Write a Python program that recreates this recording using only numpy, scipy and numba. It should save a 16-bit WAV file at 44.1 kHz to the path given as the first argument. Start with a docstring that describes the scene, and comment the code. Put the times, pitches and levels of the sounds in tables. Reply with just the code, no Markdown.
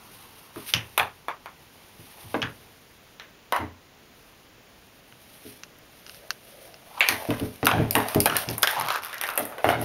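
"""In an empty bathtub in a tiled room, a cat plays with a light hollow ball close under a small camera.
The ball clicks and rattles: noise cracks and clumpy, dying echoes pass through the resonances of its shell.
Paws and flanks thump the tub: soft pushes make noise thuds and ring sine modes. Claws and teeth tick dryly.
Fur swishes as swelling high noise, dragging grates as rough noise in a hollow of moving pitch,
and filtered noise makes the steady hush of room and microphone."""
import sys
import numpy as np
from scipy import signal
from scipy.fft import rfft, irfft, next_fast_len
from scipy.io import wavfile
from scipy.ndimage import uniform_filter1d
from numba import njit

SR = 44100
rng = np.random.default_rng(int(sys.argv[2]) if len(sys.argv) > 2 else 0)


def pcm_store(signal):
    """Save signal as 16-bit PCM."""
    levels = np.round(np.clip(np.atleast_2d(signal), -1, 1) * 32767)
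    wavfile.write(sys.argv[1], SR, levels.astype(np.int16).T)


def gain_from_decibels(decibels):
    """Convert decibel values to linear amplitude factors."""
    exponent = np.asarray(decibels, float) / 20
    return 10 ** exponent


N = 433944  # samples
CHATTER_SPREAD_DB = 4  # unevenness of the small bounces


def unit(x):
    """Scaled to rms 1."""
    return x / np.sqrt(np.mean(x ** 2))


def shaped(x, gain):
    """Filtered by a complex gain given as a function of Hz."""
    size = next_fast_len(len(x) + SR)
    hz = np.arange(size // 2 + 1) * SR / size + .01
    return irfft(rfft(x, size) * gain(hz), size)[..., :len(x)]


def resonances(x, table):
    """Steep broad resonances side by side, in alternating polarity; white noise keeps its rms."""
    def gain(hz):
        total = 0
        for k, (centre, width, db) in enumerate(table):
            off = (hz / centre - centre / hz) * centre / width
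            total = total + (-1) ** k * gain_from_decibels(db) / (1 + .64j * off) ** 2
        return total / np.sqrt(np.mean(abs(total) ** 2))
    return shaped(x, gain)


def held_levels(count, hold):
    """Random levels, each held for some samples."""
    steps = np.repeat(rng.standard_normal(count // hold + 1), hold)
    return steps, hold


def walk(rate):
    """Random levels held 1 / rate s and slewed twice; spread near 1."""
    steps, hold = held_levels(N, int(SR / rate))
    return np.sqrt(2) * uniform_filter1d(uniform_filter1d(steps, hold), hold)[:N]


def add(track, s, sound):
    """Mix a sound in at a moment."""
    i = int(s * SR)
    track[i:i + len(sound)] += sound[:N - i]


def curve(table, axis):
    """One column of a table whose rows start with a time, read at every sample."""
    rows = np.array(table)
    return np.interp(np.arange(N) / SR, rows[:, 0], rows[:, axis])


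@njit
def moving_band(x, hz, sharp):
    """State-variable band-pass whose centre moves every sample."""
    y, band, low = np.empty(len(x)), 0., 0.
    for i in range(len(x)):
        g = np.tan(np.pi * hz[i] / SR)
        v = (band + g * (x[i] - low)) / (1 + g * (g + 1 / sharp))
        band, low, y[i] = 2 * v - band, low + 2 * g * v, v / sharp
    return y


def pocket(x, hz, again=.38):
    """Sound bouncing in the gap beside the ball: peaks near hz and its multiples."""
    loop = np.zeros(int(SR / hz) + 1)
    loop[0], loop[-1] = 1, -again
    return signal.lfilter([1], loop, x)


def hiss():
    """Steady room hush and microphone noise, its level drifting slightly."""
    # colour of the hush: (frequency [Hz], relative density [dB per Hz])
    hush_colour = [(15, -18), (25, -2), (102, 3), (451, -1), (695, -5), (2840, -7.5), (5140, -14),
                   (6920, -14.5), (7920, -24), (8590, -24), (10100, -27.5), (16000, -17)]
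    hz, db = np.transpose(hush_colour)
    noise = shaped(rng.standard_normal(N), lambda f: gain_from_decibels(np.interp(np.log(f), np.log(hz), db)))
    return gain_from_decibels(-53.5 + walk(3.32) / 2) * unit(noise)


def grit(rough_db):
    """Noise made of many uneven tiny contacts."""
    return unit(rng.standard_normal(N) * gain_from_decibels(rough_db * walk(250)))


def strokes(rest_db=-69, fade_share=.85):
    """Level in dB of all fur strokes together: each swells to its peak and fades a little quicker."""
    # fur strokes over the tub: (time of the peak [s], level [dB], time to swell by 20 dB [s])
    fur_strokes = [(0.15, -51.5, 0.5), (0.38, -54, 0.6), (0.69, -35, 0.08), (0.6, -46, 0.12),
                   (0.93, -52.5, 0.5), (1.63, -61, 0.6), (2.0, -54, 0.5), (2.21, -49, 0.3),
                   (2.33, -50, 0.2), (2.6, -58, 1.2), (4.28, -60, 0.4), (4.85, -62.5, 0.6),
                   (5.33, -56, 0.5), (5.49, -47, 0.18), (6.0, -58, 0.4), (6.15, -48, 0.16),
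                   (6.33, -52, 0.1), (6.51, -52, 0.25), (6.66, -53, 0.3), (6.96, -50, 0.3),
                   (7.13, -34, 0.13), (7.32, -44, 0.4), (7.45, -44, 0.1), (7.77, -46.5, 0.4),
                   (8.1, -36.5, 0.15), (8.36, -40, 0.2), (8.42, -34.5, 0.07), (8.53, -42, 0.15),
                   (8.71, -36, 0.14), (9.11, -56.5, 0.15), (9.43, -39.5, 0.06), (9.7, -35.5, 0.08),
                   (9.83, -43.5, 0.12)]
    t, power = np.arange(N) / SR, gain_from_decibels(2 * rest_db)
    for s, db, swell_s in fur_strokes:
        away = np.maximum(s - t, (t - s) / fade_share)
        power = power + gain_from_decibels(2 * (db - 20 * away / swell_s))
    return 10 * np.log10(power)


def sliding(rolling, rough_db=2.4, knock_db=22, sharp=2.2):
    """Fur hisses high; the rolling ball and dragged paws grate in a hollow whose pitch moves with them."""
    # colour of the fur: (centre [Hz], width [Hz], relative level [dB])
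    fur_colour = [(2780, 2400, 0), (6300, 1500, -11.5), (8240, 2400, -9), (10280, 2800, -1.5),
                  (13350, 2800, -2)]
    # ball and paws dragging: (time [s], level [dB], pitch of the hollow between ball and wall [Hz])
    drag_path = [(0.0, -58, 1024), (2.0, -65, 830), (2.3, -52, 810), (2.74, -69, 780), (6.05, -63, 600),
                 (6.23, -50, 580), (6.42, -60, 570), (6.65, -49, 560), (6.85, -58, 700), (6.98, -43, 1000),
                 (7.12, -38, 950), (7.29, -42, 640), (7.45, -62, 620), (7.84, -43.5, 600), (8.1, -37, 740),
                 (8.23, -45, 735), (8.38, -38, 730), (8.63, -49, 720), (8.77, -33, 880),
                 (8.86, -32.5, 1030), (8.96, -33, 1300), (9.03, -48, 1150), (9.15, -50, 1700),
                 (9.45, -44, 615), (9.84, -40, 680)]
    swish_level = gain_from_decibels(strokes() + rough_db / 2 * walk(39))
    swish = swish_level * resonances(grit(rough_db / 2), fur_colour)
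    hz, rub = curve(drag_path, axis=2), grit(rough_db)
    # every small bounce knocks the hollow into a short ring
    for s, _, _ in rolling:
        add(rub, s, gain_from_decibels(knock_db + CHATTER_SPREAD_DB * rng.standard_normal(1)))
    hollow = moving_band(moving_band(rub, hz, sharp), hz, 1.)
    overtone = moving_band(moving_band(rub, 2.6 * hz, 1.), 2 * hz, 1.)
    drag_level = gain_from_decibels(curve(drag_path, axis=1) + rough_db / 2 * walk(25))
    return swish + drag_level * unit(hollow + gain_from_decibels(-15) * overtone)


def ball(click_s=.0016, grain_db=2.5, hold=1.127, low_slower=1.067, top_faster=.88, top_echo_db=-16, spike_db=25):
    """A millisecond crack in four ranges of the shell, then a clumpy crowd of echoes that holds before it dies."""
    # ball on the wall: (time [s], relative click level [dB], relative low echo level [dB],
    # relative high echo level [dB], relative 4-7 kHz level against the high echo [dB],
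    # ring of the gap [Hz], basic echo t60 [s])
    wall_taps = [(0.5593, -43, -49.5, -51, -10, 1170, 0.47), (0.7376, -26, -28, -21, -5, 2880, 0.22),
                 (0.9775, -17.5, -26, -23, -14, 1223, 0.22), (0.9971, -44, -27.5, -26, -18, 840, 0.21),
                 (1.2832, -41, -30.5, -41, -14, 1132, 0.17), (1.4586, -48, -41, -48, -12, 1130, 0.16),
                 (2.343, -60, -27, -41, -35, 520, 0.16), (2.4183, -50, -38, -31, -10, 2620, 0.2),
                 (2.4269, -46, -33, -33, -11, 1600, 0.2), (3.1978, -55, -47.5, -41, -10, 1840, 0.25),
                 (3.5232, -28.5, -25, -35, -9, 1000, 0.33), (3.563, -34.5, -33, -41, -6, 1404, 0.12),
                 (5.124, -70, -55, -55, -18, 1500, 0.03), (7.007, -31, -23, -16, -20, 2300, 0.3),
                 (7.0872, -15.5, -27.5, -24, -3, 2070, 0.26), (7.305, -36, -35, -37, -10, 513, 0.4),
                 (7.398, -36.5, -45, -44, -10, 574, 0.14), (7.6292, -55, -33, -42, -10, 636, 0.22),
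                 (7.6681, -14, -19.5, -19, -10, 1255, 0.2), (7.714, -42, -28, -29.5, -12, 800, 0.45),
                 (7.9092, -15.5, -63, -39, 1, 2380, 0.33), (7.953, -16, -23.5, -26, -10, 931, 0.35),
                 (8.0853, -26, -43, -38.5, -6, 1220, 0.75), (8.147, -21, -33, -37, -3, 598, 0.083),
                 (8.2033, -10, -56, -33, 1, 2400, 0.23), (8.2581, -12.5, -23, -25, -6, 803, 0.17),
                 (8.2982, -49, -31.5, -33, -8, 1400, 0.44), (8.3563, -43, -30.5, -31, -12, 1650, 0.18),
                 (8.3664, -13, -45, -29, -1, 1390, 0.21), (8.488, -32, -69, -38, 0, 570, 0.25),
                 (8.5807, -20.5, -43, -53, -1, 1040, 0.16), (8.6307, -12.5, -21, -19, -3, 1650, 0.13),
                 (8.6731, -20, -29.5, -24.5, -8, 1730, 0.38), (8.8106, -30, -32, -31, -8, 1037, 0.22),
                 (8.8852, -28.5, -33.5, -33, -6, 1100, 0.2), (8.9037, -32, -32.5, -33, -4, 1340, 0.25),
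                 (8.9584, -29.5, -34, -37, -8, 1300, 0.19), (9.0347, -32.5, -45, -39, -14, 1170, 0.69),
                 (9.1293, -36, -40, -38, -10, 1770, 0.45), (9.213, -23, -32, -36, -6, 2800, 0.3),
                 (9.2372, -27, -31.5, -35.5, -10, 1800, 0.22), (9.2883, -28.5, -34.5, -38, -10, 1290, 0.35),
                 (9.3762, -14.5, -29, -35, -10, 668, 0.21), (9.4528, -27, -42, -52, -10, 630, 0.4),
                 (9.523, -51, -46, -55, -8, 1200, 0.2), (9.5818, -41, -39, -46, -16, 505, 0.21),
                 (9.6434, -30, -23, -41, -18, 695, 0.24), (9.689, -32, -23.5, -29, -22, 726, 0.33),
                 (9.8146, -28, -41, -50, -10, 686, 0.48)]
    # shell resonances in four ranges: (centre [Hz], width [Hz], relative level [dB])
    shell_low = [(600, 610, -3), (1100, 1300, -6.5), (1700, 650, -2)]
    shell_high = [(2450, 1050, 3.5), (3250, 1330, 0)]
    shell_bright = [(4500, 1200, 0), (6100, 1300, -8)]
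    shell_top = [(9000, 570, 5.5), (10050, 1360, 6), (12400, 5400, 4.5), (14200, 1400, 3)]
    low, high, bright, top = np.zeros((4, N))
    t = np.arange(SR // 2) / SR
    crack, impulse = np.exp(-t / click_s), t == 0
    # late echoes have lost their treble, so the ring sinks
    sinking = .54 + .47 * np.exp(-(t / .11) ** 2)
    # the contact itself is one short push
    blow = np.sin(np.pi * np.minimum(t / .00041, 1))
    for s, click_db, low_db, high_db, bright_db, ring_hz, t60 in wall_taps:
        noise = rng.standard_normal((3, len(t)))
        # echoes arrive in clumps a few ms apart
        steps, held = held_levels(len(t), 64)
        clumps = gain_from_decibels(grain_db * uniform_filter1d(steps, held)[:len(t)])

        def echoes(t60_s):
            return clumps * gain_from_decibels(-60 * (t / t60_s) ** hold)

        body = pocket(1.3 * blow + .56 * noise[0] * echoes(t60 * low_slower), ring_hz)
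        # a small gap radiates little far under its ring
        body = signal.lfilter(*signal.butter(2, ring_hz * .3, "high", fs=SR), body)
        sinking_ring = moving_band(body, ring_hz * sinking, 1.2)
        add(low, s, gain_from_decibels(low_db) * (1.55 * body + 1.4 * sinking_ring))
        snap = gain_from_decibels(spike_db) * impulse + noise[1] * (2.4 * crack + .48 * echoes(t60))
        snap = pocket(snap, ring_hz)
        add(high, s, gain_from_decibels(high_db) * snap)
        # the bright range dies sooner
        add(bright, s, gain_from_decibels(high_db + bright_db + 1.5 - 12 * t / t60) * snap)
        click = 5.5 * impulse + noise[2] * (crack + gain_from_decibels(top_echo_db) * echoes(t60 * top_faster))
        add(top, s, gain_from_decibels(click_db) * pocket(click, ring_hz))
    lower = resonances(low, shell_low) + resonances(high, shell_high)
    return lower + resonances(bright, shell_bright) + resonances(top, shell_top)


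def thumps(split_hz=190, ring_db=-5, thud_db=11, thud_t60=.38, sag=.044):
    """A soft uneven push thuds and rings the tub; a harder contact reaches its upper modes."""
    # paws and flanks on the tub: (time [s], relative blow level [dB], boost of the upper modes by
    # hardness [dB], boost of the deepest mode [dB], push length [s])
    tub_blows = [(0.561, -41, 5, -3, 0.01), (0.743, -31, -34, 0, 0.021), (0.991, -41.5, -5, 3, 0.041),
                 (1.99, -47, -6, 6, 0.01), (2.239, -44, -33, 11, 0.011), (2.341, -40.5, 13, -2, 0.022),
                 (2.425, -29.5, -15, -4, 0.013), (3.585, -39, 2.5, 12, 0.057), (5.451, -49, 8, 0, 0.013),
                 (7.09, -42, 6, 10, 0.046), (7.285, -23.5, 0.5, -8, 0.016), (7.409, -26.5, -1.5, 0, 0.022),
                 (7.629, -27, 4, 0, 0.01), (7.721, -23, -6, 0, 0.076), (7.794, -17, -4, -3, 0.01),
                 (7.949, -28, 5, 0, 0.029), (8.156, -16.5, -1, -4, 0.01), (8.26, -36, -0.5, -2, 0.09),
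                 (8.471, -23.5, -14, 0, 0.03), (8.76, -41, -12, -10, 0.09), (9.38, -48, 14.5, 0, 0.05),
                 (9.641, -33, 5, 10, 0.05), (9.735, -31, -2, 3, 0.09)]
    # modes of the tub before detuning and sag: (frequency [Hz], relative level [dB], t60 [s])
    tub_modes = [(87, -5, 0.4), (113, 2, 0.33), (158, -1, 0.22), (212.3, -3.5, 0.34), (253, 1, 0.31),
                 (287, 2, 0.22), (328, 0.5, 0.15), (423, 1, 0.28), (598, -3.5, 0.19)]
    # colour of the thud: (centre [Hz], width [Hz], relative level [dB])
    thud_colour = [(45.7, 85, -7.5), (108, 270, -2), (314, 460, -3.5)]
    ringing, thud, t = np.zeros(N), np.zeros(N), np.arange(SR // 2) / SR
    for s, blow_db, hard_db, deep_db, push_s in tub_blows:
        chance = rng.standard_normal((len(tub_modes), 3))
        rise = 1 - np.exp(-t / max(push_s / 4, .001))
        after = np.maximum(t - push_s, 0)
        thud_level = gain_from_decibels(blow_db + thud_db - 60 * after / thud_t60) * rise ** 2
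        add(thud, s, thud_level * rng.standard_normal(len(t)))
        # the body keeps shifting on the wall and smears the pitch
        shifts = np.cumsum(rng.standard_normal((len(tub_modes), len(t))), axis=1)
        wobble_s = .0005 * shifts / np.sqrt(SR / 20)
        # the pressed wall is stiffer, so its pitch sags as it relaxes
        warped_t = t + sag * .038 * (1 - np.exp(-t / .022))
        for (hz, db, t60), (spot, detune, phase), late in zip(tub_modes, chance, wobble_s):
            contact_db = hard_db if hz > split_hz else deep_db if hz < split_hz / 2 else 0
            # where the blow lands decides how much each mode takes
            level = gain_from_decibels(blow_db + ring_db + db + 2 * spot + contact_db - 60 * after / t60)
            turns = hz * (1 + .021 * detune) * (warped_t + late) + phase
            add(ringing, s, level * rise * np.sin(2 * np.pi * turns))
    return ringing + gain_from_decibels(-20.5) * resonances(thud, thud_colour)


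def ticks(rolling, tick_s=.00078, tail_s=.0077, tail_db=-20, spike_db=10, burst_db=-5):
    """Clicks with only a short smear: a bright edge and a brief ring of the shell."""
    # thin dry ticks of claws and teeth on the ball:
    # (time [s], relative tick level [dB], relative shell ring level [dB])
    claw_ticks = [(0.7475, -24, -16), (0.9917, -31, -37), (5.6349, -46, -23), (5.787, -44, -52),
                  (6.065, -51, -32), (6.0791, -52, -40), (6.0954, -48, -29.5), (6.1457, -45, -35),
                  (6.3057, -26, -11), (6.6763, -46, -41), (6.7424, -68, -34), (6.9987, -23, -48),
                  (7.5587, -40, -38), (7.6482, -21, -25), (7.656, -10.5, -15.5), (7.9837, -19, -32),
                  (8.5012, -23, -25), (8.511, -23, -27), (8.6228, -13, -29), (8.7107, -20, -26),
                  (8.7982, -19.5, -30), (8.924, -24, -30), (8.941, -30, -27), (9.048, -24, -31),
                  (9.1818, -33, -27.5), (9.2684, -28, -28), (9.3026, -27, -29), (9.357, -23, -52),
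                  (9.393, -13, -38)]
    # colours of edge and ring: (centre [Hz], width [Hz], relative level [dB])
    edge_colour = [(8600, 900, -3), (11700, 2400, 10), (14600, 1300, -12)]
    ring_colour = [(1510, 460, 3), (2780, 260, 6.5), (4250, 1170, -4), (5600, 1300, 0)]
    edge, ring, t = np.zeros(N), np.zeros(N), np.arange(SR // 10) / SR
    smear = gain_from_decibels(burst_db) * np.exp(-t / tick_s) + gain_from_decibels(tail_db) * np.exp(-t / tail_s)
    for s, tick_db, ring_db in claw_ticks + rolling:
        click = rng.standard_normal(len(t)) * smear
        click[0] = gain_from_decibels(spike_db)
        add(edge, s, gain_from_decibels(tick_db) * click)
        add(ring, s, gain_from_decibels(ring_db) * click)
    return resonances(edge, edge_colour) + resonances(ring, ring_colour)


def chatter(gap_s=.011):
    """Tick rows at uneven gaps and strengths while the ball rolls in quick small bounces."""
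    # spells of chatter: (start [s], end [s], relative tick level [dB], relative shell ring level [dB])
    spells = [(7.2, 7.3, -37, -44), (8.74, 8.88, -34, -36), (8.91, 8.99, -39, -40), (9.01, 9.1, -33, -39),
              (9.135, 9.16, -37, -33), (9.25, 9.37, -33, -36)]
    rows = []
    for start, end, tick_db, ring_db in spells:
        # gaps run from half to two and a half times gap_s
        when = start + np.cumsum(gap_s * (.5 + 2 * rng.random(100) ** 2))
        strength = CHATTER_SPREAD_DB * rng.standard_normal((100, 2))
        rows += [(s, tick_db + a, ring_db + b) for s, (a, b) in zip(when, strength) if s < end]
    return rows


def scene():
    """Hush, fur and dragging, ball, paws and ticks; one chatter drives both ticks and hollow."""
    rolling = chatter()
    return (hiss() + sliding(rolling) + ball() + thumps() + ticks(rolling))[None]


def low_pass(x):
    """Removes everything above the highest recorded frequency."""
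    return signal.sosfilt(signal.butter(12, 16990, fs=SR, output="sos"), x)


def record(dry, notch_hz=7900, notch_width_hz=990, ceiling=.8, top_hz=15700):
    """The camera has a deep dip in the treble, rounds the peaks and cuts the top."""
    def dip(hz):
        off = (hz / notch_hz - notch_hz / hz) * notch_hz / notch_width_hz
        return (off - .06j) / (off - 1j)
    wet = ceiling * np.tanh(shaped(dry[0], dip) / ceiling)
    wet = signal.sosfilt(signal.ellip(8, .3, 42, top_hz, fs=SR, output="sos"), wet)
    return low_pass(wet[None])


dry = scene()
out = record(dry)
pcm_store(out)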